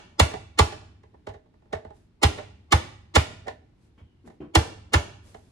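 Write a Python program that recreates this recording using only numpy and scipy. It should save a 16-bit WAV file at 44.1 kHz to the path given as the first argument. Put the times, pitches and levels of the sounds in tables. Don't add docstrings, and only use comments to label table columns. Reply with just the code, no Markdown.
import sys
import numpy as np
from scipy import signal
from scipy.fft import rfft, irfft
from scipy.io import wavfile
from scipy.ndimage import uniform_filter1d

SR = 44100
rng = np.random.default_rng(int(sys.argv[2]) if len(sys.argv) > 2 else 0)


def materialize(psi):
    bounded = np.clip(np.atleast_2d(psi).T, -1, 1)
    quanta = np.round(bounded * 32767).astype(np.int16)
    wavfile.write(sys.argv[1], SR, quanta)


N = 243032
LEAD = SR // 2
AHEAD = 0.04

# low_hz [Hz], high_hz [Hz], delay_s [s], rise_s [s], fall_s [s], trim_db [dB]
BLOW_PARTS = [(125, 705, 0.0062, 0.007, 0.0079, -1), (540, 2700, .0045, 0.0024, 0.0071, -1),
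              (1950, 5830, 0.0019, 0.0033, 0.0081, 1), (6130, 45000, 0.001, 0.0027, .004, -5)]


def amp(db):
    return 10 ** (np.asarray(db) / 20)


def evened(x):
    return x / np.sqrt(np.mean(x ** 2) + 1e-20)


def read(points, hz):
    f, value = np.transpose(points)
    return np.interp(np.log(hz + 1), np.log(np.sort(f) + 1), value)


def add(mix, s, sound):
    first = max(round(s * SR) + LEAD, 0)
    part = mix[:, first:][:, :sound.shape[-1]]
    part += sound[..., :part.shape[1]]


def causal(gain):
    log_gain = np.log(np.maximum(gain, 1e-5))
    circle = np.concatenate([log_gain, log_gain[-2:0:-1]])
    return np.exp(np.conj(signal.hilbert(circle)))[:len(gain)]


def noise(colour, shared_hz=450):
    hz = np.fft.rfftfreq(N, 1 / SR)
    left, other = rfft(rng.standard_normal((2, N)))
    same = 1 / (1 + (hz / shared_hz) ** 2)
    right = same * left + np.sqrt(1 - same ** 2) * other
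    pair = np.array([left, right])
    return evened(irfft(pair * amp(read(colour, hz)), N))


def air(level_db=-59.5, waver_db=1.02, waver_s=0.16):
    # pitch_hz [Hz], level_db [dB]
    air_colour = [(25, -12.5), (45, -2.5), (80, 1.5), (150, -6.5), (250, -7.5), (350, -10), (550, -27),
                  (850, -25.5), (1250, -30), (2200, -32), (4000, -36), (8000, -47), (11000, -50.5),
                  (14000, -65.5)]
    t = np.arange(N) / SR
    waver = np.interp(t / waver_s, np.arange(256), rng.standard_normal(256))
    return amp(level_db + waver_db * waver) * noise(air_colour)


def kitchen(x, near_db, far_db, near_t60=0.18, near_start=0.0017, far_start=0.036,
            shared_hz=380, near_low_hz=220):
    # pitch_hz [Hz], t60_s [s]
    room_t60 = [(100, 2.1), (300, 0.44), (900, 0.5457), (2500, 0.59), (5000, 0.53), (9000, 0.47),
                (13000, 0.26)]
    # pitch_hz [Hz], level_db [dB]
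    room_db = [(80, -26), (170, -13.5), (350, -6.5), (900, -17), (2500, -13), (6000, -12), (10000, -13),
               (14000, -14)]
    hz, t, z = signal.stft(rng.standard_normal((2, SR * 5 // 8)), SR, nperseg=256)
    same = (1 / (1 + (hz / shared_hz) ** 4))[:, None]
    z[1] = same * z[0] + np.sqrt(1 - same ** 2) * z[1]

    def decay(t60, start):
        shape = np.exp(-np.log(1000) * t / t60) * np.clip(2 * t / start - 1, 0, 1)
        return shape / np.sqrt(SR * t[-1] * np.mean(shape ** 2, -1, keepdims=True))

    bass_cut = (hz ** 2 / (hz ** 2 + near_low_hz ** 2))[:, None]
    near = amp(near_db) * decay(near_t60, near_start) * bass_cut
    far_gain = amp(far_db + read(room_db, hz))[:, None]
    far = far_gain * decay(read(room_t60, hz)[:, None], far_start)
    absorbed = 1 / np.sqrt(1 + (hz[:, None] / 11800) ** 24)
    room = signal.istft(z * np.hypot(near, far) * absorbed, SR, nperseg=256)[1]
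    return signal.fftconvolve(x, room, axes=1)


def rubbing(rub_db=7.0, grain_db=1.0, speed_power=0.94):
    # fastest_s [s], level_db [dB], swell_s [s], fade_s [s]
    strokes = [(1.96,-74,.03,0.14), (3.855,-77,0.091,.065), (4.272,-64,.01,0.018), (4.295,-76,0.072,.1),
               (5.273,-62.5,0.05,0.13), (5.401,-72,0.089,.4)]
    # pitch_hz [Hz], level_db [dB]
    rub_colour = [(200, 13.5), (800, 3), (2000, -3.5), (4000, -3.5), (8000, -4), (11000, -8), (13000, -23)]
    t, level = np.arange(N) / SR, np.zeros(N)
    for s, db, swell, fade in strokes:
        speed = np.interp(t, [s - swell, s, s + fade], [0, 1, 0])
        level += amp(db) * speed ** speed_power
    roughness = evened(uniform_filter1d(rng.standard_normal(N), size=90))
    grain = evened(amp(grain_db * roughness))
    smooth_level = uniform_filter1d(level, size=900)
    return amp(rub_db) * smooth_level * grain * noise(rub_colour)


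def squeak(start_s=3.98, length_s=0.25, level_db=-77.5, pitch_hz=(3230, 2820), width_hz=260, fade_db=-6):
    u = np.linspace(0, 1, round(length_s * SR))
    low_pass = signal.butter(2, width_hz / 2, fs=SR, output="sos")
    slip = signal.sosfilt(low_pass, rng.standard_normal((2, len(u))))
    turns = np.cumsum(np.interp(u, [0, 1], pitch_hz)) / SR
    tone = evened(slip * np.sin(2 * np.pi * turns))
    mix = np.zeros((2, N + LEAD))
    add(mix, start_s, amp(level_db + fade_db * u) * signal.windows.tukey(len(u), .1) * tone)
    return mix


def scuffs(size=22050):
    # start_s [s], level_db [dB], rise_s [s], t60_s [s], dull_hz [Hz]
    bumps = [(3.975,-58,0.0048,0.19,2594), (4.238,-49.5,0.015,0.37,380), (4.402,-37,0.004,0.24,459)]
    # pitch_hz [Hz], level_db [dB]
    scuff_colour = [(60, -8.5), (200, 8), (330, 7.5), (600, -3.5), (1500, -8.5), (3100, -4.5),
                    (4200, -16.5), (12000, -18)]
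    mix, t, hz = np.zeros((2, N + LEAD)), np.arange(size) / SR, np.fft.rfftfreq(size, 1 / SR)
    for s, db, rise, t60, dull_hz in bumps:
        colour = amp(read(scuff_colour, hz)) / np.sqrt(1 + (hz / dull_hz) ** 3)
        puff = evened(irfft(rfft(rng.standard_normal(size)) * colour))
        fade = np.exp(-np.log(1000) * np.maximum(t - rise, 0) / t60)
        puff *= amp(db) * np.minimum(t / rise, 1) * fade
        add(mix, s, puff)
        add(mix, s, kitchen(puff[None], near_db=3.5, far_db=-1))
    return mix


def chatter(envelope, count=2):
    burst = envelope * rng.standard_normal(len(envelope))
    for _ in range(count):
        spectrum = rfft(burst)
        flat = irfft(spectrum / (abs(spectrum) + 1e-12))
        burst = flat * np.sqrt(envelope)
    return burst


def responses(modes, ring_hz, ring_db, depth, dull_hz=20000, size=8192, ring_share=.09):
    # pitch_hz [Hz], level_db [dB]
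    plastic_colour = [(100, -11.5), (170, -12), (215, -14), (400, -11), (560, -13.5), (700, -11),
                      (1050, -12), (1600, -18), (2100, -18.5), (2450, -21.5), (4500, -24.5), (7500, -27),
                      (10500, -32), (13500, -37)]
    # pitch_hz [Hz], lead_rad [radians]
    port_phase = [(330, 0), (580, -1.1), (700, -3.9), (1000, -4.3), (1120, -6.5), (1500, -4.2),
                  (2100, -5.2), (2550, -2.6), (3200, -4.6), (4200, -5.2), (4700, -8.5), (5600, -6.1),
                  (9000, -5.2), (13000, -3.6)]
    # pitch_hz [Hz], difference_db [dB]
    port_balance = [(330, 0), (400, -6), (520, -1), (650, -7), (830, -10), (1050, -2), (1270, -6),
                    (1430, 0), (1900, -3), (2500, -1), (4000, -6), (5300, 0)]
    hz = np.fft.rfftfreq(size, 1 / SR)
    rings = sum(amp(db) ** 2 / (1 + ((hz - f) / width) ** 2) ** 2 for f, width, db in modes)
    broad = amp(read(plastic_colour, hz))
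    favoured = amp(ring_db / (1 + ((hz / ring_hz - 1) / ring_share) ** 2))
    peaks = np.sqrt(1 + rings / broad ** 2) * favoured
    soft = 1 / np.sqrt(1 + (hz / dull_hz) ** 2)
    lean = amp(depth * read(port_balance, hz) / 2)
    ports = np.array([lean * np.exp(1j * read(port_phase, hz)), 1 / lean])
    out = []
    for low_hz, high_hz, *_ in BLOW_PARTS:
        band = 1 / np.sqrt((1 + (low_hz / (hz + 1)) ** 8) * (1 + (hz / high_hz) ** 6))
        out.append(ports * causal(broad * soft * peaks ** depth * band))
    return out


def blow(plastic, levels_db, length, run_in_db, run_in, size=8192, skid_s=0.017, skid_hz=4494):
    t = np.arange(size) / SR - AHEAD
    skid_start = np.clip((t + skid_s) / 0.0059, 0, 1)
    out = np.zeros((2, size))
    for response, db, (low_hz, _, delay, rise, fall, trim_db) in zip(plastic, levels_db, BLOW_PARTS):
        u = t / max(length, .2) - delay
        contact = np.exp(-(u / np.where(u < 0, rise, fall)) ** 2 / 2)
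        dulling = 1 + (low_hz / skid_hz) ** 2
        skid = amp(run_in_db) * np.exp(-abs(u) / run_in) * skid_start / dulling
        part = irfft(rfft(chatter(contact + skid)) * response)
        out += amp(db + trim_db) * evened(part)
    return out


def thump(size=16384, soft=0.00092, low_hz=48):
    # delay_s [s], pitch_hz [Hz], t60_s [s], level_db [dB]
    sways = [(.0148, 77.03, 0.13, 3.5), (.0325, 103.8, 0.071, -2)]
    t, out = np.arange(size) / SR, np.zeros(size)
    for k, (delay, hz, t60, db) in enumerate(sways):
        u = np.maximum(t - delay, 0)
        fade = np.exp(-np.log(1000) * u / t60)
        onset = 1 - np.exp(-u / soft)
        out -= (-1) ** k * amp(db) * fade * np.sin(2 * np.pi * hz * u) * onset
    out = signal.sosfilt(signal.butter(4, low_hz, "high", fs=SR, output="sos"), out)
    return out * amp(0) * np.array([[1.0], [1.0]]) * amp([[-.4], [.4]])


def ticks(from_s=1.38, to_s=1.9, ticks_per_s=14, tick_db=-60.5, spread_db=1.0, hardness_db=-4,
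          push_db=-5, length=.7, ring_hz=800):
    times = np.arange(from_s, to_s, 1 / ticks_per_s)
    late, strength = rng.uniform(-0.88, 1, (len(times), 2)).T
    moments = times + late / ticks_per_s / 2
    return [(s, tick_db + spread_db * k, hardness_db, push_db, length, ring_hz)
            for s, k in zip(moments, strength)]


def clacks(clack_db=-15.0, sway_db=-4.5):
    # [Hz, the ring it brings out]
    lid_clacks = [(0.308,-38,-1.5,-11,1.28,1710), (0.338,-27,-2,-6,0.62,705),
                  (0.723,-36.5,4.5,-12,0.83,810), (1.034,-49,-2,-2,0.81,912), (1.14,-50.5,-13,-7,0.96,970),
                  (1.27,-31.5,-1,-0.5,0.7,426.6), (1.289,-41,3,6,1.1,825), (1.339,-44,-0.5,3.5,1.3,636),
                  (1.729,-25,0.5,-3.5,0.84,747), (1.751,-40.5,-0.5,4,1.0,239),
                  (1.849,-38.5,-8.5,1.5,0.59,890), (1.905,-44,-7.5,-7,0.6,845),
                  (2.378,-32.5,3.5,-15.5,2.33,588), (3.454,-41.5,-20,-15.5,2,645),
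                  (3.470,-33,-3.5,-21,0.97,725), (3.481,-32,7,-10,0.76,760),
                  (4.002,-59.5,-0.5,23.5,0.85,902), (4.275,-49,-0.5,-11,0.38,790),
                  (4.3,-47,-5,-13.5,0.86,645), (5.345,-41.5,1,-12,0.56,748)]
    # level_db [dB], follows [share of the hardness]
    make_up = [(0.5, 0.041), (-1.36, .15), (-12, .9), (-21, 0.95)]
    # pitch_hz [Hz], width_hz [Hz], level_db [dB]
    lid_modes = [(246,28,-8), (429,29,1.5), (630,32,1.5), (770,35,-8.5), (825,17,-2), (960,95,-9),
                 (1480,90,-11.5), (1789,70,-8.5), (2000,38,-13.5), (3750,41,-19)]
    mix, sway = np.zeros((2, N + LEAD)), thump()
    parts_db, follows = np.transpose(make_up)
    for s, db, hardness_db, push_db, length, ring_hz in lid_clacks + ticks():
        lid = responses(lid_modes, ring_hz, ring_db=7.0, depth=0.89, dull_hz=895)
        levels_db = db + parts_db + follows * hardness_db
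        clack = amp(clack_db) * blow(lid, levels_db, length, run_in_db=-20, run_in=0.0025)
        add(mix, s - AHEAD, clack)
        add(mix, s - AHEAD, kitchen(clack, near_db=-2.5, far_db=-4.5))
        add(mix, s, amp(db + push_db + sway_db) * sway)
    return mix


def gripped(modes):
    pitch, strength = rng.standard_normal((2, len(modes)))
    hz, width, db = np.transpose(modes)
    return np.transpose([hz * (1 + .008 * pitch), width, db + 1.8 * strength])


def slams(slam_db=-7.5, sway_db=1.5, spread_depth=0.45, thump_db=-11.5, thump_follows=.4,
          earlier_s=.24, earlier_db=3):
    # contact_s [s], level_db [dB], run_in_db [dB against the crack], length [factor],
    # ring_hz [Hz], ring_db [dB by which the blow lifts or weakens that ring]
    lid_slams = [(0.197,0.5,-17.5,0.83,857,4), (0.590,-0.25,-8,0.92,1163,8), (2.232,-1,-8.5,1.24,417,10),
                 (2.723,-2,-10.5,0.95,1238,6), (3.156,-1,-7,1.34,830,-9), (4.553,-0.3,-19,0.97,325,9.5),
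                 (4.937,-3.5,-13,1.29,1432,4)]
    # level_db [dB] of knock, clack, crack and snap
    make_up_db = [-21.5, -15, -21.5, -23.5]
    # pitch_hz [Hz], width_hz [Hz], level_db [dB]
    box_modes = [(278,72,-6.5), (329,19,0.5), (433,30,-3.5), (509,21,-9.5), (645,77,-7), (827.3,38,2),
                 (985,40,-7.5), (1154,26,-8), (1374,12,-10), (1428,75,-9), (1740,34,-9.5), (1936,52,-14.5),
                 (2082,9.2,-10.5), (2270,100,-17), (2745,170,-15.5), (2960,130,-16.5), (3390,36,-13),
                 (3670,65,-18), (4280,200,-19.5), (5010,60,-17), (5380,63,-21), (6802,180,-24.5),
                 (7440,140,-25.5)]
    mix, sway = np.zeros((2, N + LEAD)), thump()
    boom = kitchen(sway, near_db=-14.5, far_db=-3.5)
    for s, db, run_in_db, length, ring_hz, ring_db in lid_slams:
        box = gripped(box_modes)
        levels_db = db + np.array(make_up_db)
        push_db = thump_db + thump_follows * db

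        def burst(depth):
            plastic = responses(box, ring_hz, ring_db, depth)
            return amp(slam_db) * blow(plastic, levels_db, length, run_in_db, run_in=0.014)

        crack = burst(1)
        spread = burst(spread_depth)
        add(mix, s - AHEAD, crack)
        add(mix, s - AHEAD, kitchen(spread, near_db=-6, far_db=-2))
        add(mix, s, amp(push_db + sway_db) * sway)
        add(mix, s, amp(push_db) * boom)
    dying = amp(earlier_db) * kitchen(spread, near_db=-10, far_db=2.5)
    add(mix, -earlier_s - AHEAD, dying)
    return mix


def scene():
    chopper = slams() + clacks() + scuffs() + squeak()
    return chopper[:, LEAD:] + rubbing() + air()


def record(dry, edge_hz=15000):
    held = dry / (1 + dry ** 6) ** (1 / 6)
    low_pass = signal.firwin(511, edge_hz, window=("kaiser", 9), fs=SR)
    return signal.oaconvolve(held, low_pass[None], "same")


dry = scene()
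out = record(dry)
materialize(out)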